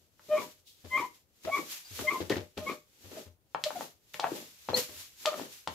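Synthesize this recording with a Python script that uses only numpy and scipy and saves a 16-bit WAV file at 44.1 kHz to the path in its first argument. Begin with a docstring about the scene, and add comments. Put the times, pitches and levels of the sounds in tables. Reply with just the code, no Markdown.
"""A rubber squeegee is swept in quick strokes over a wet steel drainboard in a tiled kitchen.
Over a faint room hiss the blade swishes through the water and judders from the start: filtered noise and clicks.
Soft knocks come first, as short damped blows with ringing steel modes, then five gliding stick-slip squeals
above a soft low boom. Splashes and single chirps join from about 1.5 s, and the hardest knocks fall after
3.5 s. Random decaying echoes from the tiles answer the knocks and squeaks."""
import sys
import numpy as np
from scipy import signal
from scipy.fft import rfft, irfft
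from scipy.io import wavfile

SR = 44100
rng = np.random.default_rng(int(sys.argv[2]) if len(sys.argv) > 2 else 0)


def unload_wav(signal):
    """Save mono or channel-first audio to the path in sys.argv[1] as 16-bit WAV at rate SR, clipped to [-1, 1]."""
    wavfile.write(
        sys.argv[1],
        SR,
        np.round(np.clip(np.atleast_2d(signal).T, -1, 1) * 32767).astype(np.int16),
    )


N = 253134
TIME = np.arange(N) / SR
EDGE_HZ = 15700  # upper band limit

# likeness of the two channels: (frequency [Hz], likeness [-1 to 1, negative counts as 0])
CHANNEL_LIKENESS = [(100, 0.5), (500, 0.92), (1500, -0.97), (5000, -0.85), (12000, -0.26)]
# strokes of the blade, out and back:
# (fastest [s], speeding up [s], slowing down [s], relative swish level [dB], relative judder level [dB])
STROKES = [ (.02, .2, .25, -74.5, -75), (.405, 0.23, 0.2, -50.5, -39.5), (1.005, .26, 0.16, -51.5, -44.5),
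           (1.15, 0.054, 0.14, -64.5, -71), (1.588, 0.23, .2, -49.5, -41.5), (1.723, .12, 0.17, -45, -60.5),
           (1.995, .2, 0.24, -45, -55), (2.135, .15, 0.33, -51, -40), (2.707, 0.19, .14, -53, -38),
           (3.195, .38, 0.14, -55.5, -47), (3.825, .3, 0.14, -51, -44), (4.367, 0.33, 0.26, -50, -43.5),
           (4.66, .3, 0.6, -59.5, -77), (4.776, .045, 0.15, -36.5, -36.5), (4.997, .2, 0.19, -49.5, -65),
           (5.235, .11, 0.26, -51.5, -60.5), (5.41, .25, 0.22, -52, -40.5), (5.538, .15, 0.19, -53.5, -90),
           (5.74, .1, .1, -57, -57)]
# the hand leans on the blade, the sheet flexes and the rubber shudders:
# (time [s], boom level [dB], relative judder level [dB])
FLEXES = [(0.283, -69, -50), (.838, -51.5, -44), (1.442, -56.5, -35.5), (1.905, -52, -53),
          (1.988, -52, -33.5), (2.2, -46.5, -33), (2.3, -51, -25.5), (2.36, -44, -30), (2.568, -49, -33.5),
          (3.039, -55.5, -50), (3.109, -83, -44), (3.256, -54, -53.5), (4.685, -50.5, -30.5),
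          (4.73, -68, -34), (4.882, -64.5, -43.5), (4.955, -61.5, -63), (5.675, -54.5, -44.5)]


def amp(db):
    """Decibels to gain."""
    return 10 ** (np.asarray(db) / 20)


def unit(x):
    """Scales to rms 1."""
    return x / np.sqrt(np.mean(x ** 2) + 1e-20)


def read(points, hz):
    """Reads a table on a log-frequency axis."""
    f, value = np.transpose(points)
    return np.interp(np.log(hz + 1), np.log(f + 1), value)


def add(mix, s, sound):
    """Lays a sound into the mix at time s."""
    part = mix[max(round(s * SR), 0):][:len(sound)]
    part += sound[:len(part)]


def colour(x, points):
    """Filters by a table of (frequency [Hz], gain [dB])."""
    gain = amp(read(points, np.fft.rfftfreq(N, 1 / SR)))
    return irfft(rfft(x) * gain, N)


def wander(rate_hz):
    """Smooth random drift of rms 1, with little movement above the given rate."""
    hz = np.fft.rfftfreq(N, 1 / SR)
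    lowpass = 1 / (1 + (hz / rate_hz) ** 4)
    return unit(irfft(rfft(rng.standard_normal(N)) * lowpass, N))


def pair(x):
    """Blends two unrelated signals into a left and right that agree most near 500 Hz and not in the treble."""
    a, b = rfft(x)
    same = np.clip(read(CHANNEL_LIKENESS, np.fft.rfftfreq(N, 1 / SR)), 0, 1)
    mid = a * np.sqrt((1 + same) / 2)
    side = b * np.sqrt((1 - same) / 2)
    return irfft(np.array([mid + side, mid - side]), N)


def grains(per_s, spread_db):
    """Two trains of random clicks; positive spread makes a few larger, negative a few smaller."""
    size = amp(spread_db * np.minimum(rng.exponential(1, (2, N)), 4))
    signed = size * rng.choice([-1, 1], (2, N))
    return unit(signed * (rng.random((2, N)) < per_s / SR))


def quiet_room(level_db=-73):
    """The faint hiss of a quiet room is steady noise, strongest in the bass."""
    # room spectrum: (frequency [Hz], relative level [dB per Hz])
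    room_spectrum = [(20, -11.5), (85, 6.5), (200, -3.5), (450, -3.5), (1200, -15), (5000, -27.5),
                     (15000, -19)]
    return amp(level_db) * unit(colour(pair(rng.standard_normal((2, N))), room_spectrum))


def speed(fastest, rise_s, fall_s, drop_db=-25, shape=1.24):
    """The blade speeds up and slows down again: 1 at its fastest, drop_db at rise_s before and fall_s after."""
    away = np.maximum((fastest - TIME) / rise_s, (TIME - fastest) / fall_s)
    return amp(drop_db * np.minimum(away, 4) ** shape)  # shape above 1 rounds the top


def burst(s, rise_s, fade_db_per_s):
    """A quick rise at time s and a steady fade in decibels."""
    age = np.maximum(TIME - s, 0)
    return np.minimum(age / rise_s, 1) * amp(-np.minimum(fade_db_per_s * age, 200))


def water_level():
    """The film hisses with the blade's speed, and splashes where the blade lands."""
    # the blade slaps into the water film: (time [s], relative level [dB])
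    splash_table = [(1.433, -58), (2.295, -44.5), (2.573, -53), (3.036, -72), (3.547, -84.5),
                    (3.639, -47.5), (4.135, -52.5), (5.258, -47.5), (5.674, -64)]
    parts = [amp(db) * speed(s, rise, fall) for s, rise, fall, db, _ in STROKES]
    parts += [amp(db) * burst(s, rise_s=0.0027, fade_db_per_s=148) for s, db in splash_table]
    return np.sqrt(sum(part ** 2 for part in parts))


def swish(level_db=-1, flutter_db=1, fizz=0.55):
    """The water film tears ahead of the blade in a fizz of tiny bursts."""
    # spectrum of the swish: (frequency [Hz], relative level [dB per Hz])
    swish_spectrum = [(410, -44), (700, -15.5), (945, -11), (1150, -11), (2510, -4.5), (3530, -3),
                      (4760, -3.5), (7130, -3), (8790, -10.5), (13000, -5), (15800, -16.5)]
    film = rng.standard_normal((2, N)) + fizz * grains(per_s=3100, spread_db=2.5)
    film = colour(pair(film), swish_spectrum)
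    # the treble of the mid signal sets the reference level
    highpass = signal.butter(4, 5500, "high", fs=SR, output="sos")
    treble = signal.sosfilt(highpass, film.mean(0))
    return film / treble.std() * water_level() * amp(level_db + flutter_db * wander(rate_hz=25))


def sheet_ring():
    """The steel's answer to one blow, with energy 1; neighbouring modes swing in opposite senses."""
    # modes of the drainboard: (frequency [Hz], relative level [dB], t60 [s])
    sheet_modes = [(122, -8.5, 0.18), (160, 0, 0.16), (242, 2, 0.017), (333.1, -14.5, .1),
                   (379.3, -6.5, 0.083), (466, 0.5, 0.14), (508, -2, .1), (602, 5.5, .2), (837, 2.5, .1),
                   (1053, -1.5, 0.19), (1252, -6, 0.061), (1516, -4, .08), (1800, -0.5, .08),
                   (1940, -5.5, 0.13)]
    t = np.arange(SR // 3) / SR
    ring = np.zeros(len(t))
    for k, (hz, db, t60) in enumerate(sheet_modes):
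        ring += (-1) ** k * amp(db - 60 * t / t60) * np.cos(2 * np.pi * hz * t)
    return ring / np.linalg.norm(ring)


def drag_level(power=2.1):
    """The rubber drags hardest at the height of a stroke, and shudders when it is leant on."""
    # the power makes judder grow more steeply with speed than the swish does
    parts = [amp(db) * speed(s, rise, fall) ** power for s, rise, fall, _, db in STROKES]
    parts += [amp(db) * burst(s, rise_s=0.009, fade_db_per_s=298) for s, _, db in FLEXES]
    return np.sqrt(sum(part ** 2 for part in parts))


def judder(ring, level_db=-2, sheet_share=.45):
    """The dragging rubber lets go in uneven slips that shake the steel."""
    # spectrum of the slips: (frequency [Hz], relative level [dB per Hz])
    slip_spectrum = [(50, -36), (150, -4), (240, 1), (420, 1), (620, -5.5), (1100, -12), (1800, -14.5),
                     (3600, -15), (6500, -24), (12000, -60)]
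    slips = pair(grains(per_s=450, spread_db=-1.0) + 0.31 * rng.standard_normal((2, N)))
    slips = unit(colour(slips, slip_spectrum)) * drag_level()
    rung = signal.oaconvolve(slips, ring[None], axes=1)[:, :N]
    return amp(level_db) * (slips + sheet_share * rung * slips.std() / rung.std())


def knocks(ring, cycles=0.29, rubber_hz=370, ring_db=-9, crack_db=-22, crack_s=0.0053, crack_reach=3):
    """Each blow is a brief damped contact with a wet crack, then the sheet rings on."""
    # blade and frame hit the steel; soft rubber sounds low and hard plastic high:
    # (time [s], peak level of the blow [dB], pitch of the blow [Hz], share of sheet ring [0-1])
    blow_table = [ (.195, -47, 1120, 1), (.599, -53, 6000, .1), (1.0, -33, 330, 1), (1.590, -30, 326, 0.32),
                  (1.992, -28.5, 1110, 1), (2.122, -31.5, 350, .6), (2.204, -26, 352, 1),
                  (2.2985, -20, 2950, 1), (2.304, -20, 377, 1), (2.315, -26.5, 420, 1),
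                  (2.358, -27, 1670, 0.28), (2.577, -27, 2800, .95), (2.697, -31.5, 400, 0.51),
                  (3.116, -42.5, 418, 1), (3.5478, -17.5, 816, .41), (3.6392, -12, 3400, 0.13),
                  (3.7058, -27, 790, .17), (3.809, -25.5, 700, .24), (4.1432, -26, 2100, .6),
                  (4.1963, -22, 750, .5), (4.1988, -18, 3200, .1), (4.2424, -15.5, 780, .5),
                  (4.318, -27, 350, 1), (4.6881, -22, 700, 1), (4.733, -22, 543, 0.5),
                  (5.2557, -21.5, 820, 0.28), (5.2583, -10.5, 3150, 0.056), (5.397, -28, 620, .46),
                  (5.6743, -21, 770, 0.64), (5.6755, -22, 3300, 0.46)]
    out, t = np.zeros(N), np.arange(len(ring)) / SR
    for s, db, hz, share in blow_table:
        contact_s = cycles / hz * (1 + (rubber_hz / hz) ** 2)  # soft rubber shudders for longer
        push = np.sin(2 * np.pi * hz * t) * t * np.exp(-t / contact_s)
        blow = -np.gradient(push)  # the air hears the change of the push
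        blow /= abs(blow).max()
        # a soft blow reaches only the lower modes and throws a duller spray
        top_hz = min(crack_reach * hz, SR / 2 / np.pi)
        band = signal.butter(2, [hz / 2, top_hz], "band", fs=SR, output="sos")
        spray = unit(signal.sosfilt(band, rng.standard_normal(len(t))))
        crack = amp(crack_db) * spray * np.exp(-t / crack_s)
        rung = signal.lfilter(*signal.butter(2, hz, fs=SR), ring) / abs(ring).max()
        add(out, s, amp(db) * (blow + crack + share * amp(ring_db) * rung))
    return out


def kitchen(x, count=800, slot=20):
    """Dense random echoes off the tiles, different for each channel, each band dying at its own pace."""
    # reverberation: (frequency [Hz], t60 [s])
    tile_decay = [(100, .3), (600, .22), (2500, .26), (14000, .19)]
    taps = np.zeros((2, count * slot))
    at = np.arange(count) * slot + rng.integers(0, slot, (2, count))  # one echo in each slot of samples
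    np.put_along_axis(taps, at, rng.choice([-1., 1.], at.shape), 1)
    hz, t, z = signal.stft(taps, SR, nperseg=256)
    same = np.clip(read(CHANNEL_LIKENESS, hz), 0, 1)[:, None] ** 2
    z[1] = same * z[0] + np.sqrt(1 - same ** 2) * z[1]
    decay = amp(-60 * t / read(tile_decay, hz)[:, None])
    tail = signal.istft(z * decay, SR, nperseg=256)[1]
    tail = np.pad(tail / np.linalg.norm(tail[0]), ((0, 0), (60, 0)))  # 60 samples of pre-delay
    return signal.fftconvolve(x[None], tail, axes=1)[:, :N]


def squeaks(jitter=.08, shimmer_db=4, swell=1.224, rasp_db=-11, chirp_rise_share=.33):
    """The lip sticks and slips at its own pitch; over a rib the cycle turns ragged."""
    # A sideways stroke squeals in four stages: low note, rising high note, ragged break on a rib, dying tail.
    # (meets the rib [s], low note's lead [s], its build-up [s], its level [dB],
    #  high note's build-up [s], its pitch [Hz], its level [dB], its octave over fundamental [dB],
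    #  break's level [dB], tail's pitch [Hz], its level [dB])
    squeal_table = [ (.366, .028, .056, -22, .03, 1082, -45, -10, -34.5, 982, -45.5),
                    (.970, .016, .045, -45.5, .072, 1058, -25, 5.5, -27.5, 992, -34.5),
                    (1.556, .02, 0.027, -49.5, 0.054, 1136, -25, 0, -34, 1164, -61),
                    (2.095, .04, .024, -36, .028, 1056, -22.5, 14, -32.5, 1050, -34),
                    (2.685, 0.062, .028, -40.5, .026, 1106, -32, -0.5, -34.5, 1190, -61)]
    # single chirps of the lip: (loudest [s], length [s], pitch when loudest [Hz], glide [Hz per s],
    #  level [dB], octave over fundamental [dB], roughness [0-1])
    chirp_table = [ (1.482, .055, 630, 2500, -31, -22, .55), (1.858, .06, 4850, 1000, -54, -35, .5),
                   (2.322, .04, 1900, -1500, -36, -25, .7), (3.18, .055, 620, -1400, -42, -25, .35),
                   (3.668, .048, 616, -1200, -28, -22, .25), (3.765, .048, 720, -150, -34, -22, .3),
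                   (4.243, .09, 780, -3500, -34.5, -15, .95), (4.762, .14, 505, -80, -37, -14, .4),
                   (4.746, .02, 4210, 16000, -21.5, -34, .08), (4.765, .055, 4510, -2400, -37, -21, .6),
                   (4.772, .06, 1930, 0, -41, -20, .15), (5.276, .052, 618, -480, -24, -7, .3),
                   (5.322, .13, 612, -500, -40, -5, .75)]
    # how strongly the lip sounds higher overtones: (frequency [Hz], relative level [dB])
    lip_response = [(1800, -23), (2400, -17), (3300, -21), (4400, -37), (8000, -48)]
    drift, flutter = wander(rate_hz=223), wander(rate_hz=160)
    rasp_spectrum = [(150, -29.5), (900, -3.0), (1600, -11), (2400, -8.5), (7000, -34)]
    rasp = unit(colour(rng.standard_normal(N), rasp_spectrum))

    def note(loudest, rise_s, fall_s, pitch_hz, glide, db, octave_db, rough):
        """One gliding stick-slip note: its start time and its sound."""
        start, end = loudest - rise_s, loudest + fall_s
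        span = (TIME >= start) & (TIME < end)
        t = TIME[span]
        hz = (pitch_hz + glide * (t - loudest)) * (1 + jitter * rough * drift[span])
        phase = 2 * np.pi * np.cumsum(hz) / SR
        tone = unit(np.sin(phase) + amp(octave_db) * np.sin(2 * phase))
        # up to 0 dB, a stronger octave means a sharper slip and brighter overtones
        for k in range(3, 7):
            overtone_db = read(lip_response, k * pitch_hz) + min(octave_db, 0) / 5 - 3 * (k - 3)
            tone += (k * pitch_hz < EDGE_HZ) * amp(overtone_db) * np.sin(k * phase)
        tone += rough * amp(rasp_db) * rasp[span]
        ramp = np.interp(t, [start, loudest, end], [0, 1, 0])
        grip = np.sin(np.pi / 2 * ramp ** swell) ** 2
        return start, amp(db + shimmer_db * rough * flutter[span]) * grip * tone

    out = np.zeros(N)
    for (rib, lead_s, low_rise_s, low_db, build_s, high_hz, high_db, octave_db,
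         break_db, tail_hz, tail_db) in squeal_table:
        add(out, *note(rib - lead_s, low_rise_s, fall_s=.068, pitch_hz=609.7, glide=190,
                       db=low_db, octave_db=-20.5, rough=.11))
        add(out, *note(rib - .004, build_s, fall_s=.012, pitch_hz=high_hz, glide=650,
                       db=high_db, octave_db=octave_db, rough=.07))
        add(out, *note(rib + .012, rise_s=.017, fall_s=.049, pitch_hz=1136, glide=350,
                       db=break_db, octave_db=-4, rough=.52))
        add(out, *note(rib + .064, rise_s=.04, fall_s=.05, pitch_hz=tail_hz, glide=0,
                       db=tail_db, octave_db=-17, rough=.39))
    for loudest, length, *voice in chirp_table:
        add(out, *note(loudest, chirp_rise_share * length, (1 - chirp_rise_share) * length, *voice))
    return out


def off_axis(x, lead_s=.00003):
    """A sound from one side reaches the left microphone first."""
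    delay = np.exp(-2j * np.pi * np.fft.rfftfreq(N, 1 / SR) * lead_s)
    return np.array([x, irfft(rfft(x) * delay, N)])


def boom(hz=90, rise_s=0.022, waver=0.093):
    """Under the hand's load the whole sheet swings in a low, wavering tone."""
    load = np.zeros(N)
    for s, db, _ in FLEXES:
        age = TIME / rise_s
        add(load, s, amp(db) * age * np.exp(1 - age))
    swing_hz = hz * (1 + waver * wander(rate_hz=20))
    return load * unit(np.sin(2 * np.pi * np.cumsum(swing_hz) / SR))


def light_rub(at_s=0.677, rise_s=0.033, fall_s=0.171, level_db=-55):
    """A faint, dry brush of the blade between two strokes: a swell of filtered noise."""
    rub_spectrum = [(1200, -39.0), (3600, -7.0), (9000, -18)]
    hiss = colour(pair(rng.standard_normal((2, N))), rub_spectrum)
    return amp(level_db) * unit(hiss) * speed(at_s, rise_s, fall_s)


def scene(squeak_wet_db=-9, knock_wet_db=-2):
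    """Blade, water and steel over the faint hiss of a quiet room."""
    ring = sheet_ring()
    squeal, blows = squeaks(), knocks(ring)
    echoes = kitchen(amp(squeak_wet_db) * squeal + amp(knock_wet_db) * blows)
    water = swish() + light_rub()
    steel = judder(ring) + boom()
    return quiet_room() + water + steel + blows + echoes + off_axis(squeal)


def record(dry):
    """The two microphones differ in colour; then the band limit."""
    # channel balance: (frequency [Hz], left over right [dB])
    channel_balance = [(90, 8.5), (250, 3.5), (600, 4), (1500, 4), (4500, 3.5), (8500, 0), (12500, -6)]
    left = colour(dry[0], [(hz, db / 2) for hz, db in channel_balance])
    right = colour(dry[1], [(hz, -db / 2) for hz, db in channel_balance])
    edge = signal.firwin(511, EDGE_HZ, window=("kaiser", 9), fs=SR)
    return signal.oaconvolve(np.array([left, right]), edge[None], "same", axes=1)


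dry = scene()
out = record(dry)
unload_wav(out)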